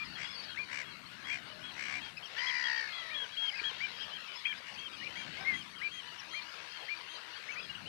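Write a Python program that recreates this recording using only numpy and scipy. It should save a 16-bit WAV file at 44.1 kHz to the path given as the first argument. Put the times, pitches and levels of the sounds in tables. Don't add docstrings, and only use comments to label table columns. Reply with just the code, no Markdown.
import sys
import numpy as np
from scipy import signal
from scipy.io import wavfile
from scipy.ndimage import uniform_filter1d

SR = 44100
rng = np.random.default_rng(int(sys.argv[2]) if len(sys.argv) > 2 else 0)


def boost_factor(decibels):
    exponent = np.asarray(decibels, float) / 20
    return 10 ** exponent


def materialize(psi):
    bounded = np.clip(np.atleast_2d(psi).T, -1, 1)
    quanta = np.round(bounded * 32767).astype(np.int16)
    wavfile.write(sys.argv[1], SR, quanta)


N = 347508

FAINT_DB, FAINT_FLUTTER_DB = -44.8, 3.5
FAR_DB, FAR_FLUTTER_DB = -49.8, 4.5
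PLAIN_THIRD = 0.17


def evened(x):
    return x / np.sqrt(np.mean(x ** 2) + 1e-20)


def add(mix, start_s, sound):
    at = round(start_s * SR)
    sound = sound[max(-at, 0):]
    part = mix[max(at, 0):][:len(sound)]
    part += sound[:len(part)]


def wobble(size, per_s):
    window = int(SR / per_s)
    return evened(uniform_filter1d(uniform_filter1d(rng.standard_normal(size), window), window))


def noise(points, patchy_db):
    hz = np.fft.rfftfreq(1024, 1 / SR)
    point_hz, point_db = np.transpose(points)
    real, imaginary, patches = rng.standard_normal((N // 256 + 5, 513, 3)).T
    patches = evened(uniform_filter1d(uniform_filter1d(patches, 10, 0), 12, 1))
    colour_db = np.interp(np.log(hz + 1), np.log(point_hz + 1), point_db)
    spectrum = (real + 1j * imaginary) * boost_factor(colour_db[:, None] + patchy_db * patches)
    return evened(signal.istft(spectrum, nperseg=1024, noverlap=768)[1][:N])


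def wind():
    # pitch_hz, level_db
    rumble = [(18, -39), (30, -42), (81, -4.5), (177, 1.5), (301, -4), (381, -10), (500, -24), (650, -18),
              (1100, -120)]
    # time_s, level_db
    gusts = [(0.0, -60), (0.06, -56.5), (0.37, -62.5), (1.84, -61), (2.02, -57.5), (2.24, -69.5),
             (3.49, -70.5), (4.04, -63), (4.39, -73.5), (4.56, -63.5), (4.61, -69), (5.29, -56.5),
             (5.46, -62), (5.53, -54.5), (5.73, -65), (7.24, -74), (7.86, -59.5), (7.88, -61)]
    gust_db = np.interp(np.arange(N) / SR, *np.transpose(gusts))
    return noise(rumble, patchy_db=1.0) * boost_factor(gust_db + 5.5 + 0.3 * wobble(N, 12.0))


def whistle(start_s, length_s, first_hz, top_hz, last_hz, level_db, octave_db=-32, legs_hz=(0, 0),
            leg_s=.008, bend=3.13, edge_s=0.02, flutter_db=1.5, tilt_hz=0, third=PLAIN_THIRD, release=1):
    t = np.arange(-leg_s, length_s + leg_s, 1 / SR)
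    u = np.clip(t / length_s, 0, 1)
    hz = top_hz + (first_hz - top_hz) * (1 - u) ** 4 + (last_hz - top_hz) * u ** 3
    hz = hz - tilt_hz * (t - length_s / 2)
    hz = hz - legs_hz[0] * np.exp(-bend * (t / leg_s + 1))
    hz = hz - legs_hz[1] * np.exp(bend * ((t - length_s) / leg_s - 1))
    hz = hz * (1 + 0.0021 * flutter_db * wobble(len(t), 120))
    turn = 2 * np.pi * np.cumsum(hz) / SR
    overtones = np.sin(2 * turn) + third * np.sin(3 * turn)
    tone = np.sin(turn) + boost_factor(octave_db) * np.sin(np.pi * u) ** .5 * overtones
    edges = np.clip(np.minimum(t + leg_s, (length_s + leg_s - t) / release) / edge_s, 0, 1)
    level = np.sqrt(2) * boost_factor(level_db + flutter_db * wobble(len(t), 120))
    return start_s - leg_s, level * edges * tone


def gull(rows, throat, sweep, rough, closing=0, sharp=3, knee=1, breath=0, unsteady=.12, count=10):
    start_s, *columns = np.transpose(rows)
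    t = np.arange(start_s[0], start_s[-1], 1 / SR)
    effort_db, pitch, per_s, depth = (np.interp(t, start_s, c) for c in columns)
    depth = np.clip(depth, 0, 1)
    rattle = np.cumsum(per_s * (1 + unsteady * rough * wobble(len(t), 60))) / SR % 1
    slide = sweep * depth * (.5 ** knee - (1 - rattle) ** knee)
    hz = pitch * (1 + slide + 0.099 * rough * depth ** 2 * wobble(len(t), 506))
    k = np.arange(1, count + 1)[:, None]
    bill = (pitch / pitch.max()) ** closing
    weight = sum(boost_factor(db) / (1 + (2 * (k * hz - f * bill) / width) ** 2) for f, width, db in throat)
    voice = evened((weight * np.sin(k * 2 * np.pi * np.cumsum(hz) / SR + k * k)).sum(0))
    if breath:
        band = signal.butter(3, (4000, 5700), "bandpass", fs=SR, output="sos")
        voice = voice + breath * signal.sosfilt(band, rng.standard_normal(len(t)))
    chop = 1 - depth + depth * np.sin(np.pi * rattle) ** sharp
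    voice = evened(voice * chop * (1 + rough * wobble(len(t), 1300)))
    fade = signal.windows.tukey(len(t), min(.05, 600 / len(t)))
    return start_s[0], boost_factor(effort_db + 7.5) * voice * fade


def far_birds(count):
    out = np.zeros(N)
    # centre_hz, width_hz, level_db
    throat = [(1010, 145, -1.5), (1640, 152, 3), (2400, 1430, -1), (4500, 1800, -20.5)]
    shape = [(0, -14.5, .84), (.25, -2, 1), (.6, -6, 0.97), (1, -7.5, .74)]  # share, level_db, pitch_factor
    for slot, (late, long, high, loud, fast, harsh) in enumerate(rng.random((count, 6))):
        start_s = (slot + late) * N / SR / count - .1
        length_s, hz, db = .07 + .25 * long, 600 + 900 * high, -8 * loud
        rows = [(start_s + u * length_s, db + d, hz * p, 50 + 40 * fast, .9) for u, d, p in shape]
        add(out, *gull(rows, throat, sweep=0.28 * harsh, rough=0.304))
        top_hz = (3050, 4500, 4060)[slot % 3] * (.93 + .12 * fast)
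        foot_hz = .93 * top_hz
        add(out, *whistle(start_s + .1, 0.0141 + .12 * harsh, foot_hz, top_hz, foot_hz, db - 9,
                          flutter_db=FAR_FLUTTER_DB))
    return out


def marsh(x, t60, start_s=.006):
    t = np.arange(SR // 2) / SR
    taps = rng.choice([-1., 1.], len(t)) * (rng.random(len(t)) < .05)
    taps = taps * (t > start_s) * boost_factor(-60 * t / t60)
    return signal.fftconvolve(x, taps / np.linalg.norm(taps))[:N]


def chorus():
    # pitch_hz, level_db (per Hz)
    wash = [(180, -34), (300, -3.5), (735, -3.5), (1590, 0.5), (2500, -3.5), (2880, -1.5), (3520, -7.5),
            (4480, -7.5), (6490, -21.5), (9000, -48), (11700, -50.5), (19800, -120)]
    # time_s, swell_db
    swell = [(0.0, 0.5), (0.39, 2), (1.01, -3), (1.8, 0.5), (2.07, 2.5), (2.14, -5.5), (2.3, 2), (2.59, 3),
             (3.27, .5), (3.661, 5.5), (4.78, -1), (5.38, 4), (5.68, -2), (6.58, 2), (7.46, 1.5),
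             (7.88, -1)]
    # low_edge_hz, high_edge_hz
    edges_hz = [(400, 1400), (1400, 3700), (3700, 7500)]
    # resting_db, share_of_swell
    registers = [(-58.5, 0.52), (-52, 0.89), (-57.5, 1.03)]
    calls = evened(far_birds(count=150))
    crowd = calls + 0.3 * marsh(calls, t60=0.04) + 1.06 * noise(wash, patchy_db=4.0)
    swell_db = np.interp(np.arange(N) / SR, *np.transpose(swell))
    out = np.zeros(N)
    for edges, (resting_db, share) in zip(edges_hz, registers):
        band = signal.sosfilt(signal.butter(3, edges, "bandpass", fs=SR, output="sos"), crowd)
        band /= np.sqrt(uniform_filter1d(band ** 2, 12000))
        out += band * boost_factor(resting_db + share * swell_db + 5.5)
    return out


def near_wader():
    out = np.zeros(N)
    # start_s, length_s, top_hz, level_db
    calls = [(-0.027, 0.069, 2410, -35.5), (0.575, 0.067, 2410, -33), (1.301, 0.069, 2436, -33),
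             (1.934, 0.065, 2385, -39), (3.102, 0.059, 2416, -39), (3.808, 0.058, 2376, -32.5),
             (4.465, 0.055, 2383, -38), (5.03, 0.054, 2390, -39.5), (5.162, 0.065, 2366, -41.5),
             (5.82, 0.065, 2385, -33), (6.343, 0.066, 2396, -37), (6.889, 0.058, 2407, -34),
             (7.488, 0.031, 2330, -36)]
    for start_s, length_s, top, db in calls:
        add(out, *whistle(start_s, length_s - .013, top - 200, top, top - 20, db - 1.2, -35, legs_hz=(650, 0),
                          leg_s=0.01, bend=1.5, edge_s=0.011, release=.35))
    return out


def small_whistles():
    out = np.zeros(N)
    # start_s, length_s, top_hz, level_db
    arches = [(.03, .035, 3420, -53), (.425, .03, 5100, -49), (.425, .03, 3420, -50), (5.3, .12, 3090, -53),
              (5.7, .05, 4600, -55), (5.85, .04, 4650, -55), (6.02, .13, 3050, -55), (4.92, .04, 3350, -53),
              (4.91, .05, 4750, -58), (2.54, .055, 2400, -38.5), (4.56, .045, 5150, -58),
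              (0.15, 0.033, 3330, -46.5), (.06, .11, 4520, -54), (4.33, .03, 3050, -49),
              (4.73, .1, 6200, -65), (1.481, 0.061, 3050, -51), (4.323, 0.12, 5210, -54.5),
              (4.63, 0.1, 2960, -53), (4.735, 0.087, 4650, -57), (5.397, 0.036, 5200, -54),
              (6.69, .09, 5050, -55), (6.79, .05, 3330, -51), (6.84, .025, 4850, -52),
              (7.5, .055, 6330, -60), (7.585, .075, 3420, -51), (4.97, .08, 2980, -50),
              (7.512, 0.044, 2670, -43), (7.57, 0.13, 5100, -55), (7.575, 0.03, 2580, -34.5),
              (7.69, 0.028, 2926, -39)]
    # start_s, length_s, top_hz, level_db
    risers = [(7.35, .04, 3200, -52), (4.745, .035, 2500, -52), (5.005, .03, 1900, -50),
              (5.06, 0.088, 3050, -49), (7.328, 0.028, 2930, -44), (5.35, .05, 2150, -50),
              (7.14, .05, 4650, -53), (7.35, .03, 4700, -52), (0.625, 0.024, 4560, -50),
              (5.8, 0.13, 2600, -54), (3.76, 0.07, 4550, -57), (4.1, 0.0513, 3050, -44.5),
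              (3.522, 0.039, 2080, -40.5), (3.96, 0.1, 4950, -54), (4.414, 0.052, 2250, -46),
              (6.061, 0.04, 4200, -53), (6.31, 0.14, 4320, -54), (6.445, 0.061, 2940, -51),
              (6.887, 0.052, 4400, -50), (7.55, 0.028, 1930, -42.5)]
    # start_s, length_s, top_hz, level_db
    fallers = [(0.038, 0.035, 5010, -50.5), (7.285, .025, 3200, -51), (6.58, .03, 2600, -52),
               (4.53, .03, 1650, -50), (6.18, .02, 3050, -46), (3.549, 0.045, 2543, -39),
               (3.632, 0.062, 1773, -45), (4.488, 0.046, 1780, -47), (5.719, 0.04, 2210, -52),
               (6.397, 0.037, 4420, -53), (6.96, 0.035, 4490, -53)]
    # start_s, length_s, top_hz, level_db
    chips = [(0.9, 0.03, 4500, -52), (1.058, 0.024, 4500, -54), (3.342, .028, 4620, -55),
             (2.17, 0.018, 2690, -40.5), (2.253, 0.026, 5730, -54), (2.168, .028, 5350, -54),
             (2.268, .022, 4600, -53), (3.835, 0.024, 3160, -39), (7.75, 0.015, 3000, -40)]
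    # start_s, length_s, top_hz, level_db
    drops = [
        (5.025, .025, 4600, -53),
        (5.62, .012, 5500, -57),
        (5.783, .014, 5100, -56),
        (6.178, 0.035, 5960, -51),
    ]
    # start_s, length_s, top_hz, level_db
    flicks = [(3.591, .016, 2400, -35.5), (4.454, 0.009, 2450, -27), (4.4655, 0.0075, 2500, -28),
              (4.526, 0.0088, 2350, -35.5), (6.288, .014, 5600, -51.5), (5.069, 0.0065, 2580, -33.5),
              (7.556, 0.0245, 2350, -43), (7.6, 0.014, 2700, -42), (7.853, 0.028, 2990, -43.5)]
    # calls, first and last pitch as shares of the top, edge in s
    shapes = [(arches, .93, .93, .015), (risers, .89, 1.03, .017), (fallers, 1.02, .94, .012),
              (chips, .88, .87, .003), (drops, .83, .74, .003), (flicks, .8, 1.05, .0021)]
    for calls, first, last, edge_s in shapes:
        for start_s, length_s, top, db in calls:
            flutter_db = FAR_FLUTTER_DB if db < FAR_DB else FAINT_FLUTTER_DB if db < FAINT_DB else 2
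            add(out, *whistle(start_s, length_s, first * top, top, last * top, db, leg_s=.2 * edge_s,
                              edge_s=edge_s, flutter_db=flutter_db))
    return out


def gull_rasps():
    out = np.zeros(N)
    # start_s, length_s, effort_db, pitch_hz, rattles_per_s
    rasps = [
        (.153, .13, -43.5, 550, 69),
        (0.6826, 0.167, -42, 555, 69.5),
        (1.236, 0.165, -43.5, 550, 69),
        (1.7455, .269, -44, 560, 68.7),
        (4.628, .11, -50, 610, 60),
        (5.44, .1, -52, 575, 75),
        (7.383, 0.11, -53.5, 540, 60),
    ]
    # level_db, pitch_factor, rattle_depth (0-1)
    shape = [
        (-17, .8, .4),
        (0, 1, .85),
        (-1, 1.01, .85),
        (-16, .84, .35),
    ]
    # centre_hz, width_hz, level_db
    throat = [(1050, 200, -20), (1630, 330, -3), (2200, 420, 6), (2800, 400, -11), (4600, 700, -13),
              (5750, 940, -14), (7800, 1400, -22)]
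    rise_s, fall_s = .052, 0.042
    for start_s, length_s, db, hz, per_s in rasps:
        end_s = start_s + length_s
        times = start_s, start_s + rise_s, end_s - fall_s, end_s
        rows = [(u, db + d, hz * p, per_s, depth) for u, (d, p, depth) in zip(times, shape)]
        add(out, *gull(rows, throat, sweep=.4, rough=.3, sharp=1.6, knee=1.5, breath=.15, unsteady=.06,
                       closing=1, count=17))
    return out


def long_whistles():
    out = np.zeros(N)
    # start_s, length_s, top_hz, level_db
    glides = [
        (.328, .225, 4600, -45),
    ]
    # start_s, length_s, top_hz, level_db
    hooks = [
        (.195, .165, 3380, -48),
        (.225, .135, 5070, -50),
    ]
    for start_s, length_s, top, db in glides:
        add(out, *whistle(start_s, length_s, .95 * top, top, .86 * top, db, legs_hz=(250, 0), leg_s=.01,
                          bend=.8, flutter_db=FAINT_FLUTTER_DB, release=8))
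    for start_s, length_s, top, db in hooks:
        add(out, *whistle(start_s, length_s, .97 * top, top, top, db, legs_hz=(0, .07 * top), leg_s=.012,
                          bend=.9, flutter_db=FAINT_FLUTTER_DB, tilt_hz=-700))
    return out


def pipers():
    out = np.zeros(N)
    # start_s, length_s, top_hz, level_db
    pipes = [(0.483, 0.061, 3300, -47), (0.847, 0.079, 3340, -51.5), (1.245, 0.092, 3320, -44.5),
             (1.633, 0.074, 3350, -45.5), (2.014, 0.078, 3294, -44), (2.232, 0.026, 3310, -41),
             (2.39, 0.013, 3230, -37), (2.47, 0.031, 3370, -35), (2.642, 0.037, 3330, -38),
             (2.762, 0.035, 3280, -44), (2.927, 0.096, 3364, -42), (3.145, 0.098, 3358, -36.5),
             (3.318, 0.04, 3340, -47), (3.373, 0.124, 3290, -32.5), (3.642, 0.058, 3330, -33.5),
             (3.753, 0.096, 3270, -49.5), (4.005, 0.034, 3290, -39.5), (4.452, 0.07, 3276, -36.5),
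             (3.928, 0.086, 3260, -48.5), (4.138, 0.033, 3293, -41.5), (4.283, 0.073, 3050, -45.5),
             (4.373, 0.038, 3480, -48.2), (4.784, 0.094, 3257, -40.5), (5.759, 0.025, 3260, -45),
             (5.798, 0.011, 3070, -45.5), (5.83, .04, 3050, -51), (6.698, 0.09, 3235, -49.5),
             (6.842, 0.062, 3210, -54)]
    # start_s, length_s, top_hz, level_db
    bright = [
        (5.154, 0.091, 3260, -43.5),
        (5.532, 0.088, 3274, -42.5),
        (5.913, 0.094, 3260, -42),
        (6.304, 0.093, 3233, -44.5),
        (7.087, 0.095, 3200, -48.5),
    ]
    calls = [(*row, -32, PLAIN_THIRD) for row in pipes]
    calls += [(*row, -58.5 - row[-1], 0.33) for row in bright]
    for start_s, length_s, top, db, octave_db, third in calls:
        faint = db < FAINT_DB or (db < -40.5 and length_s > .06)
        add(out, *whistle(start_s, length_s, top - 60, top - 20, top - 70, db, octave_db,
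                          legs_hz=(800, 950), leg_s=.008, bend=1.9, edge_s=.012 if faint else .008,
                          tilt_hz=850, third=third))
    return out


def far_trills():
    out = np.zeros(N)
    # start_s, length_s, effort_db, pitch_hz, rattles_per_s
    trills = [(.85, .14, -59, 2200, 62), (1.16, .09, -59, 1650, 65), (1.3, .12, -64, 700, 60),
              (1.5, .15, -63, 620, 45), (1.88, .14, -63, 720, 60), (4.3, .07, -58, 2600, 70),
              (4.77, .09, -58, 2650, 70), (3.42, .12, -54, 2200, 65), (3.45, .16, -58, 4950, 35),
              (4.14, .1, -60, 1900, 65), (5.92, .1, -60, 2000, 65), (6.09, .09, -60, 2900, 60),
              (6.46, .12, -62, 4950, 42)]
    # share_of_call, level_db, pitch_factor
    shape = [
        (0, -8, .95),
        (.25, 0, 1),
        (.8, 0, 1),
        (1, -8, .97),
    ]
    for start_s, length_s, db, hz, per_s in trills:
        rows = [(start_s + u * length_s, db + d, hz * p, per_s, .9) for u, d, p in shape]
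        add(out, *gull(rows, [(hz, 600, 0)], sweep=.06, rough=.25, sharp=1.5))
    return out


def scream_and_wail():
    out = np.zeros(N)
    # time_s, effort_db, pitch_hz, rattles_per_s, rattle_depth (0-1)
    scream = [
        (2.362, -50, 842, 60, 0.07),
        (2.385, -43.5, 961, 74, 0.55),
        (2.45, -38.5, 1040, 78, 0.76),
        (2.6, -40, 976, 69.3, 0.8),
        (2.7, -38.5, 944, 65.5, 0.95),
        (2.8, -40.5, 921, 63.5, 0.98),
        (2.905, -50.5, 863, 60, 1),
    ]
    # centre_hz, width_hz, level_db
    scream_throat = [(1095, 270, -16.5), (1830, 560, 5), (4650, 900, -7), (5800, 700, -24)]
    # time_s, effort_db, pitch_hz, rattles_per_s, rattle_depth (0-1)
    wail = [
        (2.375, -44, 760, 80.3, 0.31),
        (2.4, -47.5, 796, 78.3, 0.96),
        (2.6, -46.5, 780, 73.95, 1),
        (2.64, -57, 775, 70, .8),
        (2.8, -50.5, 765, 66.5, 0.55),
        (2.95, -50, 695.4, 64.85, 0.4),
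        (3.152, -50.5, 611, 58.1, 0.65),
        (3.226, -55, 546, 52.34, 0.55),
        (3.275, -59, 475, 54.5, 0.56),
    ]
    # centre_hz, width_hz, level_db
    wail_throat = [(720, 150, -20), (1630, 310, -5), (2265, 127, 14.5), (4680, 880, -1), (5300, 1000, -16)]
    # centre_hz, width_hz, level_db
    chest_throat = [(560, 300, 0), (1450, 220, -4)]
    add(out, *gull(scream, scream_throat, sweep=.3, rough=.17, sharp=1.4, knee=4, breath=.3, unsteady=.04))
    add(out, *gull(wail, wail_throat, sweep=.12, rough=.25, closing=1))
    start_s, chest = gull(wail[4:], chest_throat, sweep=.25, rough=.6)
    add(out, start_s, boost_factor(-14) * chest)
    return out


def plops():
    out, t = np.zeros(N), np.arange(800) / SR
    # start_s, level_db, pitch_hz
    drips = [
        (3.616, -47, 396),
        (3.715, -47.5, 440),
    ]
    for start_s, db, hz in drips:
        bubble = np.sin(2 * np.pi * hz * t * (1 + 8 * t)) * np.exp(-t / 0.0051)
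        add(out, start_s, boost_factor(db + 7) * bubble)
    return out


def moan_croak_yelp():
    out = np.zeros(N)
    # time_s, effort_db, pitch_hz, rattles_per_s, rattle_depth (0-1)
    moan = [
        (5.36, -64, 353.6, 62.5, 0.92),
        (5.43, -57.5, 380.4, 61.3, 0.84),
        (5.52, -60, 386, 61.6, .8),
        (5.57, -70, 365, 62, 0.74),
    ]
    # centre_hz, width_hz, level_db
    chest = [(585, 340, -1.04), (1150, 390, -2)]
    # time_s, effort_db, pitch_hz, rattles_per_s, rattle_depth (0-1)
    croak = [
        (5.39, -56, 750, 70, .3),
        (5.41, -50, 775, 70, .4),
        (5.447, -53, 770, 70, .4),
    ]
    # centre_hz, width_hz, level_db
    croak_throat = [(770, 200, -4), (1540, 300, 0), (2320, 300, -1)]
    # time_s, effort_db, pitch_hz, rattles_per_s, rattle_depth (0-1)
    yelp = [
        (5.447, -44, 2040, 90.3, .15),
        (5.46, -40.5, 2100, 88.6, .2),
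        (5.488, -34, 2185, 90, 0.2),
        (5.553, -42.5, 1987, 90, .15),
        (5.567, -45, 2120, 90, .15),
    ]
    # centre_hz, width_hz, level_db
    yelp_throat = [(2100, 820, 5.5), (1080, 900, -36)]
    add(out, *gull(moan, chest, sweep=.12, rough=.45))
    add(out, *gull(croak, croak_throat, sweep=.1, rough=.3))
    add(out, *gull(yelp, yelp_throat, sweep=.1, rough=.22))
    return out


def goose(count):
    out = np.zeros(N)
    # centre_hz, width_hz, level_db
    throat = [(330, 200, -3.5), (660, 200, -17), (1010, 280, 5)]
    first_s, spacing_s, hz, db = 6.27, .165, 330, -64
    for s in first_s + spacing_s * np.arange(count):
        rows = [(s, db - 2, .9 * hz, 30, 0), (s + 0.039, db, hz, 30, 0), (s + .07, db - 2, 0.943 * hz, 30, 0)]
        add(out, *gull(rows, throat, sweep=0, rough=0.15))
    return out


def scene():
    near = near_wader() + small_whistles() + gull_rasps() + long_whistles()
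    near += pipers() + far_trills() + scream_and_wail() + moan_croak_yelp()
    echoes = boost_factor(-13.0) * marsh(near, t60=0.038)
    live = wind() + chorus() + near + echoes + plops() + goose(count=7)
    return np.array([live, np.zeros(N)])


def low_pass(x):
    return signal.sosfilt(signal.butter(12, 13780, fs=SR, output="sos"), x)


def record(dry):
    # pitch_hz, level_db
    live_hiss = [(60, -17), (300, 4), (1000, -46), (8000, 12), (11000, 6.5), (14000, 3), (20000, -27)]
    # pitch_hz, level_db
    idle_hiss = [(30, -10), (120, -29), (400, -30), (1000, -45), (2500, -68), (5000, -13), (8000, 6),
                 (12000, 2.5), (14000, 2)]
    left = boost_factor(-67) * noise(live_hiss, patchy_db=2.5)
    right = boost_factor(-81) * noise(idle_hiss, patchy_db=4.0)
    return low_pass(dry + np.array([left, right]))


dry = scene()
out = record(dry)
materialize(out)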